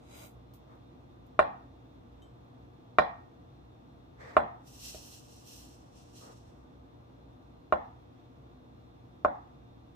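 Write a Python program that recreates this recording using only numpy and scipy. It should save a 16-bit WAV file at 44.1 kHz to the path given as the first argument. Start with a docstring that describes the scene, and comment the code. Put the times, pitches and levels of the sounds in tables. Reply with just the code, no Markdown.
"""Knife on a cutting board

A kitchen knife cuts soft fruit with moist friction and knocks on a wooden board, ringing board,
counter and steel in a small kitchen. The edge drags over the grain and ticks as it leaves the fruit;
a light touch rings the blade. A sleeve rustles in bursts. An appliance hums and whines under dull
room noise. Two spaced microphones."""
import sys
import numpy as np
from scipy import signal
from scipy.fft import rfft, irfft
from scipy.io import wavfile

SR = 44100
rng = np.random.default_rng(int(sys.argv[2]) if len(sys.argv) > 2 else 0)


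def master_out(mix):
    """Clip the mix to full scale and print it as 16-bit PCM to the path in sys.argv[1]."""
    frames = np.transpose(np.atleast_2d(mix))
    ceiling = np.clip(frames, -1, 1)
    pcm = np.round(ceiling * 32767).astype(np.int16)
    wavfile.write(sys.argv[1], SR, pcm)


N = 438794
TIME_S = np.arange(N) / SR

# Wooden board: (frequency [Hz], left gain, right gain, t60 [s])
BOARD_MODES = [(371, -.04, -0.0075, 0.033), (582, -0.15, -0.13, 0.17), (609.6, -0.051, -.15, 0.075),
               (645, 0.1, 0.25, .055), (743, 0.12, 0.33, 0.083), (934.5, .27, -0.31, 0.014),
               (1057, .06, -0.54, 0.071), (1140, 0.82, 2.1, 0.0081), (1375, 0.6, 0.2, .015)]
# Stiff upper modes, woken by hard blows: (frequency [Hz], left gain, right gain, t60 [s])
UPPER_MODES = [(1570, 1.2, -0.26, .02), (2000, -0.69, -.6, 0.025), (2230, 0.99, -1.1, 0.014),
               (2375, -0.95, -1.2, 0.035), (2824, 0.76, 0.55, 0.011), (3440, -0.48, -0.41, 0.018),
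               (3732, 0.14, .4, 0.033), (4379, -.08, 0.25, 0.0097)]
# Low bending modes of the blade: (frequency [Hz], left gain, right gain, t60 [s])
STEEL_MODES = [(1830, 0.97, .9, 0.075), (1855, 0.037, 0.11, 0.5), (2280, 0.15, 0.18, 0.066),
               (3983, 0.14, .1, 0.075), (4840, .03, 0.017, 0.068)]
# Snap of the edge: (frequency [multiple of centre], relative density [dB])
SNAP_SPECTRUM = [(.4, -20), (.7, -7.5), (1, 3.5), (1.4, -6), (2.2, -16), (3.0, -14)]


def impact(hardness_db, snap_db, snap_hz, contact_s, size):
    """One blow: the edge snaps, board and steel ring. A small board radiates no bass."""
    snap = stereo_noise(np.array(SNAP_SPECTRUM) * [snap_hz, 1], size)
    snap *= amp(snap_db) * decay(size, t60_s=0.018)
    board = strike(BOARD_MODES, size, contact_s)
    upper = amp(hardness_db) * strike(UPPER_MODES, size, contact_s=0.00023)
    steel = amp(5 + 1.29 * hardness_db) * strike(STEEL_MODES, size, contact_s=0.000067)
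    low_cut = signal.butter(2, 300, "high", fs=SR, output="sos")
    return signal.sosfilt(low_cut, board + upper + steel) + snap


# Counter under the board: (frequency [Hz], left gain, right gain, t60 [s])
COUNTER_MODES = [(78, 1.8, 1.8, 0.14), (173, 0.68, 0.67, 0.03), (254.1, 0.54, 1.2, 0.023)]
# Early echoes off nearby surfaces and a far wall: (delay [s], left gain, right gain)
EARLY_ECHOES = [(.0012, -0.96, 0.28), (.0064, -0.058, .5), (.0112, .25, .3), (.018, -0.059, 0.18),
                (.0345, 0.049, .12)]
# Blade meets board:
# (time [s], level [dB], hardness [dB], relative snap [dB], snap centre [Hz], contact [s])
BOARD_KNOCKS = [(1.3916, -3.5, -21.5, -46.5, 8450, 0.00052), (2.9852, -4.5, -16.5, -42, 5280, 0.00041),
                (4.3673, -3.5, -24.5, -49.5, 7420, 0.00061), (4.9457, -25, -34, -48, 6000, 0.0018),
                (7.724, -6, -27.5, -51, 6800, 0.00075), (9.2479, -6, -33.5, -51.5, 5660, 0.00074)]


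def knocks(thump_db=-40.5, thump_db_per_ms=7.5, rebound_s=0.021, rebound_db=-1.5):
    """Each blow shakes the counter, the board rocks back onto it, and the room answers."""
    out, size = np.zeros((2, N + SR)), SR // 3
    for time_s, level_db, hardness_db, snap_db, snap_hz, contact_s in BOARD_KNOCKS:
        blow = amp(level_db) * impact(hardness_db, snap_db, snap_hz, contact_s, size)
        thump = amp(thump_db_per_ms * contact_s * 1000) * strike(COUNTER_MODES, size, contact_s=0.0061)
        rebound = amp(rebound_db) * strike(COUNTER_MODES[1:], size, contact_s=0.003)
        counter_gain = amp(level_db + thump_db)
        add_at(out, time_s, blow + counter_gain * thump)
        add_at(out, time_s, counter_gain * rebound, rebound_s)
        for delay_s, left, right in EARLY_ECHOES:
            add_at(out, time_s, blow[0] * [[left], [right]], delay_s)
        burst = blow[:1] * decay(size, t60_s=0.012)  # mostly the first burst reaches the walls
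        room = kitchen_response()  # new for each spot on the board
        add_at(out, time_s, signal.fftconvolve(room, burst, axes=1))
    return out[:, :N]


# Dull friction and rasp of the edge: (frequency [Hz], relative density [dB])
CUT_SPECTRUM = [(250, -32), (450, 2.5), (800, -4), (1250, -3), (1600, -15), (3000, -43.5)]
RASP_SPECTRUM = [(1200, -22.5), (1550, -3), (1900, 1), (2350, -9), (2800, -19.5), (3700, -18), (6000, -24),
                 (8500, -30), (10000, -53), (15000, -42.5)]
# Blade rubs fruit and wood: (time [s], hold [s], level [dB], relative rasp [dB])
CUT_STROKES = [(.7, .05, -60, -12.5), (4.21, .1, -51.5, -3), (4.345, .015, -53, -6.5),
               (6.225, .09, -54.5, -16)]


def cuts(rise_db_per_s=560, fall_db_per_s=350):
    """Moist friction: dull dense grains, with a finer rasp of the edge on top."""
    body = stereo(grains(per_s=9000, spread_db=3.5), CUT_SPECTRUM)
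    rasp = stereo(grains(per_s=11000, spread_db=0), RASP_SPECTRUM)
    return sum(stroke(time_s, hold_s, db, rise_db_per_s, fall_db_per_s) * (body + amp(rasp_db) * rasp)
               for time_s, hold_s, db, rasp_db in CUT_STROKES)


# Resonances of the dragged blade: (frequency [Hz], width [Hz], level [dB])
DRAG_RESONANCES = [(2160, 410, 5.5), (3130, 34, 2), (3270, 100, -5), (3970, 69, 5.5), (4770, 61, -2),
                   (6550, 155, -0.5), (7540, 1375, -13), (9060, 90, 0), (10300, 122, -6), (11700, 90, 0),
                   (12800, 90, -6), (13200, 125, -6), (14100, 170, -3), (15200, 95, -4)]
# Edge dragged over the wood: (time [s], hold [s], level [dB])
DRAG_STROKES = [(.15, 0.1, -56)]


def drag(rise_db_per_s=150, sheen_rise_db_per_s=260, fall_db_per_s=300, sheen_lag_s=0.022):
    """Wood grain catches the edge in dense clicks that drive blade and board."""
    catches = stereo(grains(per_s=2500, spread_db=2), [(500, -3.5), (1500, -9.5), (16000, 7)])
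    blade = sum(amp(level_db) * resonance(catches, hz, width_hz) * (-1) ** k
                for k, (hz, width_hz, level_db) in enumerate(DRAG_RESONANCES))
    board = unit_rms(sum(left * ring(catches, hz, t60_s) for hz, left, _, t60_s in BOARD_MODES))
    body = power_sum(stroke(time_s, hold_s, db, rise_db_per_s, fall_db_per_s)
                     for time_s, hold_s, db in DRAG_STROKES)
    sheen = power_sum(stroke(time_s + sheen_lag_s, hold_s, db - 5, sheen_rise_db_per_s, fall_db_per_s)
                      for time_s, hold_s, db in DRAG_STROKES)
    scrape = two_bands(blade + amp(-15) * catches, body, sheen, split_hz=7900)
    return scrape + amp(1) * body * board


# Tick noise: (frequency [Hz], relative density [dB])
TICK_SPECTRUM = [(2500, -13), (5000, -9), (9000, -12), (15000, -1.5)]
# Edge releases: (time [s], level [dB], t60 [s])
EDGE_TICKS = [(0.537, -55.5, 0.15), (.755, -73, 0.035), (1.2645, -68, 0.078)]


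def ticks():
    """The wet edge lets go of the fruit in sudden bright puffs."""
    envelope = sum(amp(level_db - 60 * np.maximum(TIME_S - time_s, 0) / t60_s) * (TIME_S >= time_s)
                   for time_s, level_db, t60_s in EDGE_TICKS)
    return envelope * stereo_noise(TICK_SPECTRUM)


# High modes of the blade: (frequency [Hz], level [dB], t60 [s])
BLADE_MODES = [(3110, -3.5, 0.19), (3741, -11, 0.13), (6000, -17, .1), (6800, -17, 0.16), (7817, -19, 0.32),
               (8893, -30, .25), (11310, -22, 0.15), (12770, -28, 0.15), (15040, -36, 0.19)]
# Light touches: (time [s], level [dB])
BLADE_TOUCHES = [(2.221, -57)]


def blade_ting():
    """A light touch rings the steel in thin high modes."""
    clicks = np.zeros(N)
    for time_s, level_db in BLADE_TOUCHES:
        clicks[round(time_s * SR)] = amp(level_db)
    ringing = sum(amp(level_db) * ring(clicks, hz, t60_s) for hz, level_db, t60_s in BLADE_MODES)
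    return ringing * amp([[0.5], [-0.5]])


# Sliding cloth: (frequency [Hz], relative density [dB])
SLEEVE_SPECTRUM = [(1180, -21.5), (2000, -17), (2210, -23), (2690, -5), (3700, -10.5), (4240, -4.5),
                   (4650, -10), (5690, -0.5), (6510, -7.5), (7450, -5.5), (10900, -9.5), (12300, -5.5),
                   (15000, -8.5)]
# Swishes: (time [s], hold [s], level [dB], rise [dB/s], relative sheen [dB])
SLEEVE_SWISHES = [(4.68, 0.051, -60, 500, -5), (4.85, 0.041, -47.5, 169, -7.5),
                  (5.07, 0.037, -53.5, 150, -4.5), (5.33, .03, -60.5, 200, -10),
                  (5.48, 0.11, -55.5, 241, -6.5), (5.97, 0.042, -63, 250, -19.5),
                  (6.165, 0.076, -59, 259, -13)]


def sleeve(body_fall_db_per_s=66, sheen_fall_db_per_s=105):
    """Fibres slide in fine grains; the sheen dies faster than the body of each swish."""
    fibres = stereo(grains(per_s=9150, spread_db=1.46), SLEEVE_SPECTRUM) * amp(1.8 * drift(15))
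    body = power_sum(stroke(time_s, hold_s, db, rise, body_fall_db_per_s)
                     for time_s, hold_s, db, rise, _ in SLEEVE_SWISHES)
    sheen = power_sum(stroke(time_s, hold_s, db + sheen_db, rise, sheen_fall_db_per_s)
                      for time_s, hold_s, db, rise, sheen_db in SLEEVE_SWISHES)
    return two_bands(fibres, body, sheen, split_hz=9000)


# Reverberation bands: (frequency [Hz], t60 [s], level [dB])
REVERB_BANDS = [(178, 0.41, -20.5), (361.1, 0.29, -25), (514, .3, -22), (821.4, 0.42, -23),
                (1091, 0.36, -22.5), (1510, 0.24, -19), (1999, 0.35, -20), (2680, 0.16, -15.5),
                (3703, 0.26, -17.5), (4870, 0.19, -23.5), (7350, .15, -22)]


def kitchen_response(swell_s=0.0022):
    """Stereo impulse response: noise bands swell in and die, each at its own rate."""
    time_s = np.arange(SR // 2) / SR
    white = stereo_noise([(20, 0), (20000, 0)], len(time_s))
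    out = 0
    for hz, t60_s, level_db in REVERB_BANDS:
        band = signal.butter(2, [hz / 1.2, hz * 1.2], "band", fs=SR, output="sos")
        out += signal.sosfilt(band, white) * amp(level_db) * decay(len(time_s), t60_s)
    return out * (1 - np.exp(-(time_s / swell_s) ** 2))


# Appliance tones: (frequency [Hz], rms level [dB])
HUM_TONES = [(59.2, -65.5), (118.4, -63), (250, -69), (473.7, -71.5), (597.5, -77), (710.6, -74.5),
             (1179, -78), (3300, -88), (3537, -95.5), (3655, -85), (4126, -87), (5658, -101)]


def appliance_hum():
    """Tones waver in level and slightly in pitch, reaching the microphones at different phases."""
    out = np.zeros((2, N))
    for hz, level_db in HUM_TONES:
        phase_rad = 2 * np.pi * np.cumsum(hz * (1 + 0.002 * drift(3))) / SR
        offset_rad = np.arccos(at_hz(MIC_COHERENCE, hz))
        out += np.sqrt(2) * amp(level_db + 2 * drift(4.3)) * np.sin(phase_rad + [[0], [offset_rad]])
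    return out


# Room noise; appliance whirr with microphone hiss; appliance drone:
# (frequency [Hz], relative density [dB])
AIR_SPECTRUM = [(100, -38), (170, -8.5), (216, -9.5), (249, -4.5), (273, -4.5), (365, -8.5), (384, -15),
                (477, -12.5), (562, -15), (728, -13.5), (1120, -19.5), (1210, -21), (2000, -34),
                (2600, -68.5), (4400, -120)]
WHIRR_SPECTRUM = [(1180, -36.5), (2000, -3.5), (2810, -2.5), (3140, -8), (3540, -1), (3800, -7),
                  (3890, -11.5), (4200, -10), (4390, -11.5), (5820, -13.5), (8990, -27), (12000, -34),
                  (15400, -17)]
DRONE_SPECTRUM = [(30, -25), (50, -10), (60, -0.5), (74, -6), (88, -1.5), (98, -4), (107, -7), (120, -1.5),
                  (135, -2), (145, -7.5), (170, -13), (220, -54.5)]


def room_noise(air_db=-57, whirr_db=-75, drone_db=-59, waver_db=0.5):
    """Dull air and the appliance's whirr and drone, each wavering slightly."""
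    air = amp(air_db + waver_db * drift(2)) * stereo_noise(AIR_SPECTRUM)
    whirr = amp(whirr_db + waver_db * drift(3)) * stereo_noise(WHIRR_SPECTRUM)
    drone = amp(drone_db + waver_db * drift(3)) * stereo_noise(DRONE_SPECTRUM)
    return air + whirr + drone


# Likeness of the two microphones: (frequency [Hz], correlation)
MIC_COHERENCE = [(40, .96), (130, .94), (290, .45), (640, -.33), (1410, -.47), (3100, -.12), (6820, 0),
                 (15000, 0)]
# Channel balance: (frequency [Hz], left minus right [dB])
MIC_BALANCE = [(60, -3), (180, 2), (550, -0.5), (1650, 0.5), (4970, -1.5), (15000, -1.5)]


def stereo(sources, spectrum):
    """Two unrelated signals become a coloured spaced-microphone pair of rms 1."""
    size = sources.shape[1]
    hz = np.maximum(np.arange(size // 2 + 1) * SR / size, 1)
    mid, side = rfft(sources)
    coherence = at_hz(MIC_COHERENCE, hz)
    channels = np.sqrt(1 + coherence) * mid + np.sqrt(1 - coherence) * side * [[1], [-1]]
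    balance = amp(at_hz(MIC_BALANCE, hz) / 2 * [[1], [-1]])
    return unit_rms(irfft(channels * balance * amp(at_hz(spectrum, hz)), size))


def stereo_noise(spectrum, size=N):
    """Coloured Gaussian noise at both microphones."""
    return stereo(rng.standard_normal((2, size)), spectrum)


def grains(per_s, spread_db):
    """Two streams of dense uneven clicks."""
    heights = amp(spread_db * np.minimum(rng.exponential(1, (2, N)), 5))
    signs = rng.choice([-1, 1], (2, N))
    return heights * signs * (rng.random((2, N)) < per_s / SR)


def strike(modes, size, contact_s):
    """One smooth push rings a body in stereo, each mode at a slightly random level."""
    push = np.sin(np.pi * np.minimum(np.arange(size) / SR / contact_s, 1)) ** 2
    rings = [ring(push / push.sum(), hz, t60_s) for hz, _, _, t60_s in modes]
    gains = np.array(modes)[:, 1:3].T * amp(rng.normal(0, 0.6, len(modes)))
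    return gains @ rings


def ring(x, hz, t60_s):
    """One mode: a unit click starts a decaying sine of height 1."""
    radius, step_rad = amp(-60 / (t60_s * SR)), 2 * np.pi * hz / SR
    return signal.lfilter([0, np.sin(step_rad)], [1, -2 * radius * np.cos(step_rad), radius ** 2],
                          x + 1e-18)


def resonance(x, hz, width_hz):
    """Band-pass of gain 1 at its centre."""
    radius = np.exp(-np.pi * width_hz / SR)
    feedback = [1, -2 * radius * np.cos(2 * np.pi * hz / SR), radius ** 2]
    return signal.lfilter(np.array([1, 0, -1]) * (1 - radius ** 2) / 2, feedback, x)


def two_bands(x, low_gain, top_gain, split_hz):
    """Normalise the bands below and above the split, then give each its own gain."""
    low = signal.sosfiltfilt(signal.butter(2, split_hz, fs=SR, output="sos"), x)
    return low_gain * unit_rms(low) + top_gain * unit_rms(x - low)


def stroke(time_s, hold_s, level_db, rise_db_per_s, fall_db_per_s):
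    """Gain of one gesture: swells until time_s, holds, dies away."""
    before_s = np.maximum(time_s - TIME_S, 0)
    after_s = np.maximum(TIME_S - time_s - hold_s, 0)
    return amp(level_db - rise_db_per_s * before_s - fall_db_per_s * after_s)


def drift(rate_hz, steps_per_s=40):
    """Slow random wander of rms about 1."""
    steps = rng.standard_normal(int(N / SR * steps_per_s) + 2)
    pole = np.exp(-2 * np.pi * rate_hz / steps_per_s)
    wander = unit_rms(signal.lfilter([1], [1, -pole], steps))
    return np.interp(TIME_S * steps_per_s, np.arange(len(steps)), wander)


def decay(size, t60_s):
    """Exponential fade from 1."""
    return amp(-60 * np.arange(size) / SR / t60_s)


def add_at(out, time_s, sound, delay_s=0):
    """Mix a stereo sound in at time_s plus delay_s."""
    start = round(time_s * SR) + round(delay_s * SR)
    out[:, start:start + sound.shape[1]] += sound


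def power_sum(gains):
    """Unrelated sounds add in power."""
    return np.sqrt(sum(gain ** 2 for gain in gains))


def at_hz(points, hz):
    """Interpolate on a log-frequency axis."""
    points_hz, values = np.array(points).T
    return np.interp(np.log(hz), np.log(points_hz), values)


def amp(db):
    """Decibels to gain."""
    return 10 ** (np.asarray(db) / 20)


def unit_rms(x):
    """Scale to rms 1."""
    return x / np.sqrt(np.mean(x ** 2) + 1e-30)


def scene():
    """All sources at the two microphones."""
    knife = knocks() + blade_ting() + ticks() + drag() + cuts()
    return knife + sleeve() + room_noise() + appliance_hum()


def record(dry, low_cut_hz=36, high_cut_hz=15400):
    """The microphones drop the deepest bass; the top is cut steeply."""
    low_cut = signal.butter(4, low_cut_hz, "high", fs=SR, output="sos")
    high_cut = signal.ellip(10, 0.5, 70, high_cut_hz, fs=SR, output="sos")
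    return signal.sosfilt(high_cut, signal.sosfilt(low_cut, dry))


dry = scene()
out = record(dry)
master_out(out)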